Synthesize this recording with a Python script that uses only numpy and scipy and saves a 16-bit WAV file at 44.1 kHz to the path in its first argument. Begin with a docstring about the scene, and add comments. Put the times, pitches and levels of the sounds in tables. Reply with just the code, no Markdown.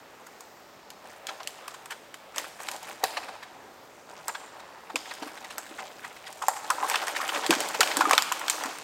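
"""Felling a dead pine by hand

A leaning dead pine, straight ahead, is rocked by hand until it gives way and sinks through its neighbours' branches.
Dry limbs snap in bursts of tiny fractures; the trunk creaks, knocks on other stems and thuds as its rotten foot tears.
Twigs and needles crackle as random ticks and short rings over rubbing noise.
The surrounding trunks scatter every sound of the tree into a tail; a light breeze of filtered noise hisses above."""
import sys
import numpy as np
from scipy import signal
from scipy.io import wavfile

SR = 44100
rng = np.random.default_rng(int(sys.argv[2]) if len(sys.argv) > 2 else 0)


def dump_mix(stems):
    """Bounce the given channels to the path in sys.argv[1] as a 16-bit WAV at rate SR."""
    frames = np.atleast_2d(stems).T  # one column per channel
    limited = np.clip(frames, -1, 1)  # hard clip at full scale
    pcm = np.round(limited * 32767).astype(np.int16)
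    wavfile.write(sys.argv[1], SR, pcm)


N = 389403
TIME = np.arange(N) / SR
BAND_EDGES = 22 * 2 ** np.arange(0, 10, .5)  # Hz, half octaves
LEVEL_WINDOW_S = .01

# resonances of a struck or rubbed stem: ratio_to_pitch, level_db
STEM_MODES = [(.66, -13.5), (1, 6.5), (1.4, -9.5), (1.9, -19)]


def from_db(db):
    """Decibels to gain."""
    return np.exp(np.asarray(db) * (np.log(10) / 20))


def rms_one(x):
    """Scale to rms 1."""
    return x / np.sqrt(np.mean(x ** 2) + 1e-20)


def at_level(x, db):
    """Scale a short sound so that its energy, spread over the level window, has this rms."""
    return x * from_db(db) * np.sqrt(LEVEL_WINDOW_S * SR / (np.sum(x ** 2) + 1e-20))


def at_hz(points, hz):
    """Read a table on a log-frequency axis."""
    freqs, values = np.transpose(points)
    return np.interp(np.log(hz), np.log(freqs), values)


def band_filter(low_hz, high_hz):
    """Butterworth band-pass sections."""
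    return signal.butter(2, [low_hz, min(high_hz, SR / 2 - 1000)], "band", fs=SR, output="sos")


def bands():
    """Half-octave bank: (centre Hz, filter)."""
    return [(np.sqrt(a * b), band_filter(a, b)) for a, b in zip(BAND_EDGES, BAND_EDGES[1:])]


def resonate(x, hz, width_hz):
    """One resonance from a pair of poles, gain 1 at its top."""
    r = np.exp(-np.pi * width_hz / SR)
    zeros = np.array([1, 0, -1]) * (1 - r * r) / 2
    poles = [1, -2 * r * np.cos(2 * np.pi * hz / SR), r * r]
    return signal.lfilter(zeros, poles, x + 1e-18)


def drift(rate):
    """Slow random wander of rms 1, with this many random knots per second."""
    knots = rng.standard_normal(4096)
    return rms_one(np.interp(TIME * rate, np.arange(len(knots)), knots))


def add(track, sound, s):
    """Mix a sound into the track from time s on."""
    start = max(round(s * SR), 0)
    part = sound[:max(N - start, 0)]
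    track[start:start + len(part)] += part


def breeze():
    """Far foliage gives a smooth, slightly wavering hiss, almost mono."""
    # colour of the canopy, before overall scaling: freq_hz, relative_level_db_per_hz
    canopy_colour = [(20, -45.5), (30, -21.5), (90, -11.5), (389, -3), (622, 0), (874, -2), (945, -15.5),
                     (1400, 2), (1720, -10), (15500, -26)]
    # chosen stereo width of the hiss: freq_hz, side_to_mid_db
    stereo_width = [(30, -11.5), (90, -19), (250, -12), (550, -22), (3000, -68), (12000, -13.5)]
    level_db, waver_db = -51, 1.4
    out = 0
    for hz, band in bands():
        hiss = signal.sosfilt(band, rng.standard_normal((2, N)))
        mid, side = hiss * from_db(at_hz(canopy_colour, hz) + waver_db * drift(5.5))
        out = out + mid + from_db(at_hz(stereo_width, hz)) * side * [[1], [-1]]
    return from_db(level_db) * rms_one(out)


def forest(x, near_db=-8, near_s=0.00845, build_s=0.00268):
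    """Ground and undergrowth answer at once; the trunks further off return a lumpy, fading tail."""
    # strength of the scattered tail: freq_hz, tail_db
    tail_level = [(150, -10.5), (400, -14), (1000, -11.5), (3000, -10), (7500, -8.5), (14000, -9.5)]
    # how long the tail lasts: freq_hz, t60_s
    tail_t60 = [(150, 5.7), (1000, 2.92), (4000, 1.364), (8000, 0.95), (15000, 0.55)]
    lumps_db = 4
    t = np.arange(SR) / SR
    lumps = rng.standard_normal(SR // 64 + 1).repeat(64)[:SR]
    trunks = from_db(lumps_db * lumps * np.exp(-t / .3))
    response = np.zeros(SR)
    for hz, band in bands()[4:]:
        far = trunks * (1 - np.exp(-t / build_s)) * from_db(-60 * t / at_hz(tail_t60, hz))
        near = (t > .002) * np.exp(-t / near_s)
        far_echo = from_db(at_hz(tail_level, hz)) * rms_one(far) * rng.standard_normal(SR)
        near_echo = from_db(near_db) * rms_one(near) * rng.standard_normal(SR)
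        response += signal.sosfilt(band, far_echo + near_echo) / np.sqrt(SR)
    return signal.fftconvolve(x, response)[:N]


def gate(start_s, hold_s):
    """A slide swells, holds and dies away exponentially."""
    attack_s, release_s = 0.0296, 0.046
    early = np.maximum(start_s - TIME, 0)
    late = np.maximum(TIME - start_s - hold_s, 0)
    return np.exp(-early / attack_s - late / release_s)


def dragging():
    """Drive levels in dB of rubbing wood and of needles: short scrapes while the tree is rocked, then the long fall."""
    # each push slides the crown along its neighbours: start_s, hold_s, wood_drive_db, needles_drive_db
    pushes = [(1.068, 0.0878, -55, -56.5), (1.29, 0.0164, -44.5, -53), (1.425, 0.3194, -54, -61.5),
              (2.374, 0.0606, -43, -45.5), (2.617, 0.1392, -47, -49.5), (2.864, 0.0457, -43.5, -49),
              (3.043, 0.0661, -45, -48), (3.144, 0.1614, -47, -58), (4.094, 0.42, -53.5, -61),
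              (4.402, 0.75, -53.5, -68.5), (5.064, 0.853, -51, -54.5), (5.99, 0.348, -53.5, -55)]
    # the tree sinks through the branches, drive before trim: time_s, wood_drive_db, needles_drive_db
    fall_path = [(6.4, -50, -50.5), (6.62, -47, -47.5), (6.8, -35, -49.5), (6.89, -35.5, -39),
                 (7.07, -35.5, -42), (7.29, -33, -40), (7.81, -38, -45), (8.0, -31, -39), (8.1, -32, -37.5),
                 (8.25, -60.5, -48), (8.5, -38.5, -44.5), (8.62, -34, -45.5), (8.83, -46, -49.5)]
    wood_trim_db, needles_trim_db = -4, -2
    rest_db = [[-63], [-72.5]]  # wood, needles: the crown stirs faintly between pushes
    s, wood, needles = np.transpose(fall_path)
    fall_db = np.array([np.interp(TIME, s, wood) + wood_trim_db,
                        np.interp(TIME, s, needles) + needles_trim_db])
    power = from_db(rest_db) ** 2 + (from_db(fall_db) * gate(s[0], N / SR)) ** 2
    for start, hold, wood_db, needles_db in pushes:
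        power = power + (from_db([[wood_db], [needles_db]]) * gate(start, hold)) ** 2
    return 10 * np.log10(power)


def crackle(wood, needles, size_db=0.5, patchy_db=2.5, gain_db=9.0):
    """Twigs and needles tick at random, each around its own pitch, over smoother rubbing; hard dragging ticks more."""
    # colour of the crackle, added to the drive: freq_hz, relative_level_db_per_hz
    crackle_colour = [(150, -55.5), (300, -4), (500, 0), (800, 7.5), (1200, -0.5), (2000, -1.5),
                      (4000, -6.5), (7800, -5), (10500, -7), (15000, -20.5)]
    ticks_per_s, tick_octaves, rub_share = 900, 1.0, .3
    rate = ticks_per_s * from_db(0.46 * (needles + 47.0))
    at = np.flatnonzero(rng.random(N) < rate * from_db(3.5 * drift(45)) / SR)
    sizes = from_db(size_db * np.minimum(rng.exponential(1, N), 4.5))[at] / np.sqrt(rate[at])
    own_hz = rng.choice(BAND_EDGES[5:], N)[at]
    out = np.zeros(N)
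    for hz, band in bands()[5:]:
        ticks = np.zeros(N)
        closeness = np.exp(-(np.log2(hz / own_hz) / tick_octaves) ** 2)
        ticks[at] = sizes * closeness * rng.choice([-1, 1], len(at))
        grains = rms_one(ticks) + rub_share * rng.standard_normal(N)
        # thin things sound high: wood drives the low bands, needles the high ones
        fineness = np.clip(np.log(hz / 1100) / np.log(7000 / 1100), 0, 1)
        drive = wood + fineness * (needles - wood)
        level = drive + at_hz(crackle_colour, hz) + patchy_db * drift(35)
        out += signal.sosfilt(band, grains * from_db(level + gain_db))
    return out


def twigs(wood, needles, pitch_hz=1900, pitch_spread=0.669, thin_loss_db=12.5):
    """Small dead twigs break at random as the crown drags past; thin ones ring higher and fainter."""
    per_s, size_db, sharpness, burst_s, gain_db = 70, 2.5, 4.0, .0011, 2.0
    slot_s = .004
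    out, t = np.zeros(N), np.arange(1024) / SR
    drag_db = (wood + needles) / 2
    slots = np.arange(0, N / SR, slot_s)
    chances = rng.random((len(slots), 2))
    sizes = rng.standard_normal((len(slots), 2)).clip(-1.4, 1.7)
    bursts = rng.standard_normal((len(slots), len(t)))
    for slot, (chance, delay), (size, thinness), burst in zip(slots, chances, sizes, bursts):
        level = drag_db[int(slot * SR)] + gain_db
        # harder dragging breaks more twigs
        if chance < per_s * slot_s * from_db(.35 * (level + 36)):
            hz = pitch_hz * np.exp(pitch_spread * thinness)
            fracture = burst * np.exp(-t / burst_s)
            snap = resonate(resonate(fracture, hz, hz / sharpness), hz, hz)  # a short, blunt ring
            snap_db = level + size_db * size - thin_loss_db * max(thinness, 0)
            add(out, at_level(snap, snap_db), slot + delay * slot_s)
    return out


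def creaks(slips_per_s=300, uneven=0.32, sharpness=3.5, gain_db=0.0):
    """Stems stick and slip on each other: an uneven run of slips swells and fades, ringing the stem."""
    # rubbing stems: start_s, length_s, rms_over_length_db, pitch_hz
    creak_events = [(1.571, 0.18, -55, 1192), (6.01, 0.0485, -51, 1580), (6.501, 0.03075, -38, 806)]
    out = np.zeros(N)
    for s, length, db, hz in creak_events:
        gaps, sizes = rng.standard_normal((2, 64))
        at = np.cumsum(np.exp(uneven * gaps)) / slips_per_s
        inside = at < length
        slips = np.zeros(8192)
        strength = np.sin(np.pi * at / length) * from_db(2 * sizes)
        slips[(at[inside] * SR).astype(int)] = strength[inside]
        rasp = sum(from_db(mode_db) * resonate(slips, hz * ratio, hz / sharpness)
                   for ratio, mode_db in STEM_MODES)
        rasp = signal.sosfilt(band_filter(.6 * hz, 1.7 * hz), rasp)
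        add(out, at_level(rasp, db + gain_db) * np.sqrt(length / LEVEL_WINDOW_S), s)
    return out


def knocks(contact_s=0.000397, rebound_s=0.004244, rebound=0.43, ring_on=0.043, ring_on_s=0.0102, gain_db=0.0):
    """One clean contact swings the stem for a few cycles; the wave returns once along it and a faint ring stays."""
    # wood striking wood as the trunk slips and lands: time_s, rms_over_10ms_db, pitch_hz, ring_s
    knock_events = [(1.051, -46.5, 744, 0.0011), (3.0355, -22.5, 782, 0.0029), (6.4172, -38, 1017, 0.00105),
                    (6.421, -33, 1219, 0.00075), (6.4368, -31.5, 891.4, 0.0021),
                    (6.4832, -17.5, 865.5, 0.00098), (6.7009, -25, 1102, 0.00183),
                    (6.708, -24.5, 1263, 0.001907), (6.783, -32, 933.2, 0.00197),
                    (6.828, -29, 1033, 0.00088), (6.8315, -27, 871, 0.0028), (6.8438, -26.5, 1066, .002),
                    (7.202, -29.5, 1193, 0.00216), (8.0091, -20.5, 990, 0.00078),
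                    (8.0184, -22.5, 1424, 0.00147), (8.053, -20, 1205, 0.0093),
                    (8.1095, -17.5, 1064, 0.00074), (8.1259, -24, 1204, 0.00203),
                    (8.317, -25.5, 1019, 0.00088)]
    out, t = np.zeros(N), np.arange(4096) / SR
    for s, db, hz, ring_s in knock_events:
        modes = sum(from_db(mode_db) * np.sin(2 * np.pi * hz * ratio * t) for ratio, mode_db in STEM_MODES)
        fade = np.exp(-t / ring_s) + ring_on * np.exp(-t / ring_on_s)
        blow = modes * (1 - np.exp(-t / contact_s)) * fade
        blow = signal.sosfilt(band_filter(.75 * hz, 1.9 * hz), blow)
        return_s = rebound_s * rng.uniform(.85, 1.15)
        blow = blow + rebound * np.interp(t - return_s, t, blow, left=0)
        add(out, at_level(blow, db + gain_db), s)
    return out


def thuds(rise_s=0.00216, decay_s=0.00269, low_edge=0.714, gain_db=0.0):
    """A soft blow swings the wood for a few cycles; rotten fibres tear on dully and the long trunk hums briefly."""
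    # dull knocks of the trunk and its foot, without the soil: time_s, rms_over_10ms_db, pitch_hz
    thud_events = [(3.037, -29, 508), (4.944, -35.5, 349), (5.221, -37, 300), (5.263, -42, 286.5),
                   (5.712, -44, 340), (7.378, -40, 454), (7.495, -18.5, 342.3), (7.518, -26.5, 305),
                   (7.564, -35, 277), (7.797, -26.5, 465), (7.97, -28.5, 292.6), (7.992, -30, 347),
                   (8.036, -37, 339.8), (8.072, -30, 338), (8.135, -29.5, 491), (8.654, -37, 290.6)]
    # resonances of the long trunk: freq_hz, width_hz, level_db
    trunk_modes = [(183.4, 10.6, -12.5), (265, 25, 9), (306.9, 10.8, 2)]
    tearing, tearing_s = .14, .016
    # the soil booms under the heaviest thuds; light ones hardly move it
    ground_db, ground_grows, heavy_thud_db = -11, 2.43, -17.5
    ground_band = band_filter(165, 217.4)
    out, t = np.zeros(N), np.arange(8192) / SR
    for s, db, hz in thud_events:
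        dull = band_filter(hz * min(low_edge, .9), 2 * hz)
        swing = np.sin(2 * np.pi * hz * t) * np.exp(-t / decay_s)
        fibres = rms_one(signal.sosfilt(dull, rng.standard_normal(len(t))))
        tear = tearing * fibres * np.exp(-t / tearing_s)
        blow = signal.sosfilt(dull, (swing + tear) * (1 - np.exp(-t / rise_s)))
        hum = sum(from_db(mode_db) * resonate(blow, mode_hz, width) for mode_hz, width, mode_db in trunk_modes)
        ground = signal.sosfilt(ground_band, swing)
        boom_db = heavy_thud_db + ground_db + ground_grows * (db - heavy_thud_db)
        add(out, at_level(blow + hum, db + gain_db) + at_level(ground, boom_db), s - .002)
    return out


def break_length(body_db, fibre_db):
    """Decay time of a break in s: tough wood parts slowly, brittle fibres all at once."""
    shortest_s, longest_s, typical_extra_s = .0005, .0055, 0.0043
    toughness = 0.3536 * (body_db + 33) - 0.5343 * (fibre_db + 37)
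    return min(shortest_s + typical_extra_s * np.exp(toughness), longest_s)


def cracks(stray=0, rise_share=0.425, fall_share=0.829, uneven_db=3.0, detune=0.0706,
           wood_db=0.0, splinter_db=-3.0, fibre_db=-2.0, splinter_ring=1.324, splinter_width_hz=380,
           fibre_hz=8000, fibre_ring=1.165, ground_s=.0007, ground_share=0.614):
    """A limb fails in an avalanche of fractures lasting a few ms, which rings its body, splinters and fibres."""
    # snapping limbs, rms over 10 ms before the trims above: time_s, body_db, splinter_db, fibre_db, pitch_hz
    snaps = [(0.2675, -50.5, -57, -47.5, 1440), (0.407, -49.5, -57.5, -43, 920),
             (0.904, -54.5, -43.5, -44.5, 1835), (1.2696, -56.5, -34.5, -36.5, 1930),
             (1.2906, -35.5, -33.5, -50.5, 1403), (1.4036, -38.5, -42, -62.5, 1089),
             (1.4322, -61, -44.5, -49.5, 1830), (1.4738, -45, -30.5, -32.5, 1137),
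             (1.6803, -38, -41, -38, 1223), (1.7429, -42.5, -45.5, -45, 1258),
             (1.8583, -47.5, -46.5, -42.5, 1043), (1.9085, -37, -38.5, -39.5, 1315),
             (1.9213, -36, -38.5, -44, 1339), (2.1427, -46, -41, -43, 1156),
             (2.3614, -40.5, -39.5, -37, 820), (2.3821, -34, -29.5, -27.5, 1167),
             (2.604, -40.5, -48.5, -45, 1000), (2.633, -50.5, -56, -39.5, 1279),
             (2.6867, -36.5, -30, -34.5, 1050), (2.7151, -48.5, -41, -33.5, 1060),
             (2.7637, -60.5, -55, -41.5, 950), (2.8305, -65, -60.5, -41.5, 1091),
             (2.8862, -42, -51.5, -50, 1322), (3.0396, -29.5, -23.5, -24, 1706),
             (3.1726, -29.5, -28.5, -43, 978.3), (3.2343, -44, -40.5, -58, 1023),
             (3.2878, -39, -41, -53.5, 952), (3.4303, -41, -43.5, -50, 1680),
             (4.282, -32.5, -44, -27, 911.5), (4.2923, -33, -39.5, -48, 865),
             (4.3517, -34, -36.5, -51, 1478), (4.6003, -45, -46.5, -58, 909),
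             (4.9014, -37, -46.5, -54.5, 789), (4.958, -32, -22.5, -29.5, 1030),
             (5.0568, -47, -55, -61.5, 1319), (5.1126, -37.5, -35.5, -47.5, 1061),
             (5.1385, -72.5, -57, -42, 965), (5.2274, -34.5, -37.5, -52.5, 1005),
             (5.2759, -41, -48, -49.5, 1188), (5.375, -43.5, -44.5, -54.5, 1680),
             (5.447, -44.5, -43, -46.5, 1608), (5.5069, -42.5, -38, -45, 1140),
             (5.582, -36, -44, -30.5, 798.4), (5.79, -35, -49.5, -54, 1362), (6.0473, -35, -44, -46, 1574),
             (6.1673, -58, -44, -54, 877.7), (6.271, -57.5, -36.5, -61, 870.6),
             (6.3276, -49.5, -50, -42, 940), (6.4235, -34, -41.5, -36.5, 1139),
             (6.484, -29, -40.5, -22, 1253), (6.5671, -38, -43.5, -41, 1036),
             (6.7037, -23, -29, -24.5, 1100), (6.8993, -32, -30.5, -26.5, 1075),
             (6.9149, -28.5, -30, -39.5, 865.8), (6.943, -24.5, -27, -44.5, 1038),
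             (6.9576, -30, -22, -32, 1245), (7.0253, -31.5, -39, -46, 1122),
             (7.0708, -34.5, -38, -35.5, 1513), (7.0814, -33, -42, -32, 1350),
             (7.1637, -28.5, -30.5, -39, 1593), (7.2151, -31, -38, -36.5, 1330),
             (7.2787, -41.5, -36, -36, 1099), (7.2918, -33.5, -26, -36.5, 1325),
             (7.3493, -32.5, -33, -40, 1358), (7.3592, -28, -37.5, -43.5, 1406),
             (7.4429, -36, -36.5, -50, 1469), (7.4642, -36.5, -27.5, -31.5, 1753),
             (7.5071, -23, -16, -20.5, 1021), (7.526, -22, -29, -36, 1298),
             (7.5365, -30, -27.5, -33.5, 1054), (7.5519, -36.5, -29, -35, 1014),
             (7.605, -34, -29.5, -26, 1022), (7.6373, -39, -51.5, -51.5, 1300),
             (7.6872, -63.5, -55.5, -31.5, 931), (7.7475, -29.5, -29, -36.5, 784.5),
             (7.807, -30, -17.5, -17.5, 1166), (7.8101, -18, -20, -25.5, 1183),
             (7.831, -27, -20.5, -31, 1070), (7.8748, -38, -30, -37, 1200),
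             (7.9147, -35, -27, -40.5, 935.1), (7.9697, -28, -27.5, -21, 1730),
             (8.0093, -23.5, -26.5, -30, 1135), (8.0961, -45, -37, -32.5, 1640),
             (8.1113, -24.5, -22, -23, 728), (8.1331, -20, -19.5, -25.5, 1044),
             (8.1518, -52, -31, -33, 1083), (8.1795, -19.5, -13, -22, 1495),
             (8.2224, -33, -29.5, -25.5, 1357), (8.322, -30, -28, -26, 1038),
             (8.395, -46, -53.5, -36, 1140), (8.414, -33, -42, -46.5, 1300),
             (8.4818, -30.5, -26.5, -29.5, 1580), (8.4989, -34, -24, -17.5, 1059),
             (8.6372, -37, -42, -33, 1167), (8.6587, -35, -39, -37.5, 1020),
             (8.7858, -44.5, -45, -40, 1442)]
    # resonances of a dry limb: ratio_to_pitch, width_hz, level_db
    limb_modes = [(.62, 168, 1.5), (.86, 137, 4), (1.04, 140, 6.5), (1.28, 190, 2), (1.6, 307, -1.5)]
    splinter_ratio = 2.36  # the limb's next bending mode, as a multiple of its pitch
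    out, lead = np.zeros(N), .012
    t = np.arange(2048) / SR - lead
    wood_band = band_filter(660, 2600)
    splinter_band, fibre_band = band_filter(1744, 5053), band_filter(4540, 12280)
    for s, body, splinter, fibre, pitch in snaps:
        length = break_length(body, fibre)
        pitch = pitch * np.exp(stray * rng.standard_normal())
        age = np.where(t < 0, -t / rise_share, t / fall_share) / length
        fractures = rng.standard_normal((3, len(t))) * from_db(uneven_db * rng.standard_normal(len(t)))
        # the wood strains before it parts
        push = fractures[0] * np.exp(-np.abs(t) / (fall_share * length))
        wood = 0
        for k, (ratio, width, db) in enumerate(limb_modes):
            mode_hz = pitch * ratio * np.exp(detune * rng.standard_normal())  # no two limbs have quite the same shape
            wood = wood + (-1) ** k * from_db(db) * resonate(push, mode_hz, width)
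        wood = signal.sosfilt(wood_band, wood)  # a thin limb radiates little bass
        # the avalanche holds briefly, then dies; its bounce off the ground lags by the limb's height
        bursts = fractures[1:] * np.exp(-np.hypot(1, age)) + 1e-18
        lag = round(ground_s * SR * rng.uniform(.5, 2))
        bursts = bursts + ground_share * np.roll(bursts, lag, axis=1)
        shards = signal.sosfilt(splinter_band, bursts[0])
        shards = shards + splinter_ring * resonate(shards, splinter_ratio * pitch, splinter_width_hz)
        fibres = signal.sosfilt(fibre_band, bursts[1])
        ring_hz = fibre_hz * np.exp(detune * rng.standard_normal())
        fibres = fibres + fibre_ring * resonate(fibres, ring_hz, 1440)
        snap = at_level(wood, body + wood_db) + at_level(shards, splinter + splinter_db)
        add(out, snap + at_level(fibres, fibre + fibre_db), s - lead)
    return out


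def scene(count=3, crack_echo_db=0.0):
    """The tree stands straight ahead. A break radiates differently in each direction, so its echoes lose its colour."""
    echo_stray = .22  # spread in log pitch between directions
    wood, needles = dragging()
    rest = thuds() + knocks() + creaks() + twigs(wood, needles) + crackle(wood, needles)
    echoes = sum(forest(cracks(stray=echo_stray, ground_share=0)) for direction in range(count))
    crack_echoes = from_db(crack_echo_db) * echoes / np.sqrt(count)
    return cracks() + crack_echoes + rest + forest(rest) + breeze()


def record(dry, dip=0.571, hiss_db=-88):
    """The microphone has a dip in the upper treble; each channel adds faint hiss, peaks are rounded, the top is cut."""
    headroom, cutoff_hz = 1.1, 16000
    x = dry - dip * resonate(dry, 10155, 3660)
    x = x + from_db(hiss_db) * rng.standard_normal((2, N))
    rounded = headroom * np.tanh(x / headroom)
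    return signal.sosfilt(signal.ellip(10, .1, 70, cutoff_hz, fs=SR, output="sos"), rounded)


dry = scene()
out = record(dry)
dump_mix(out)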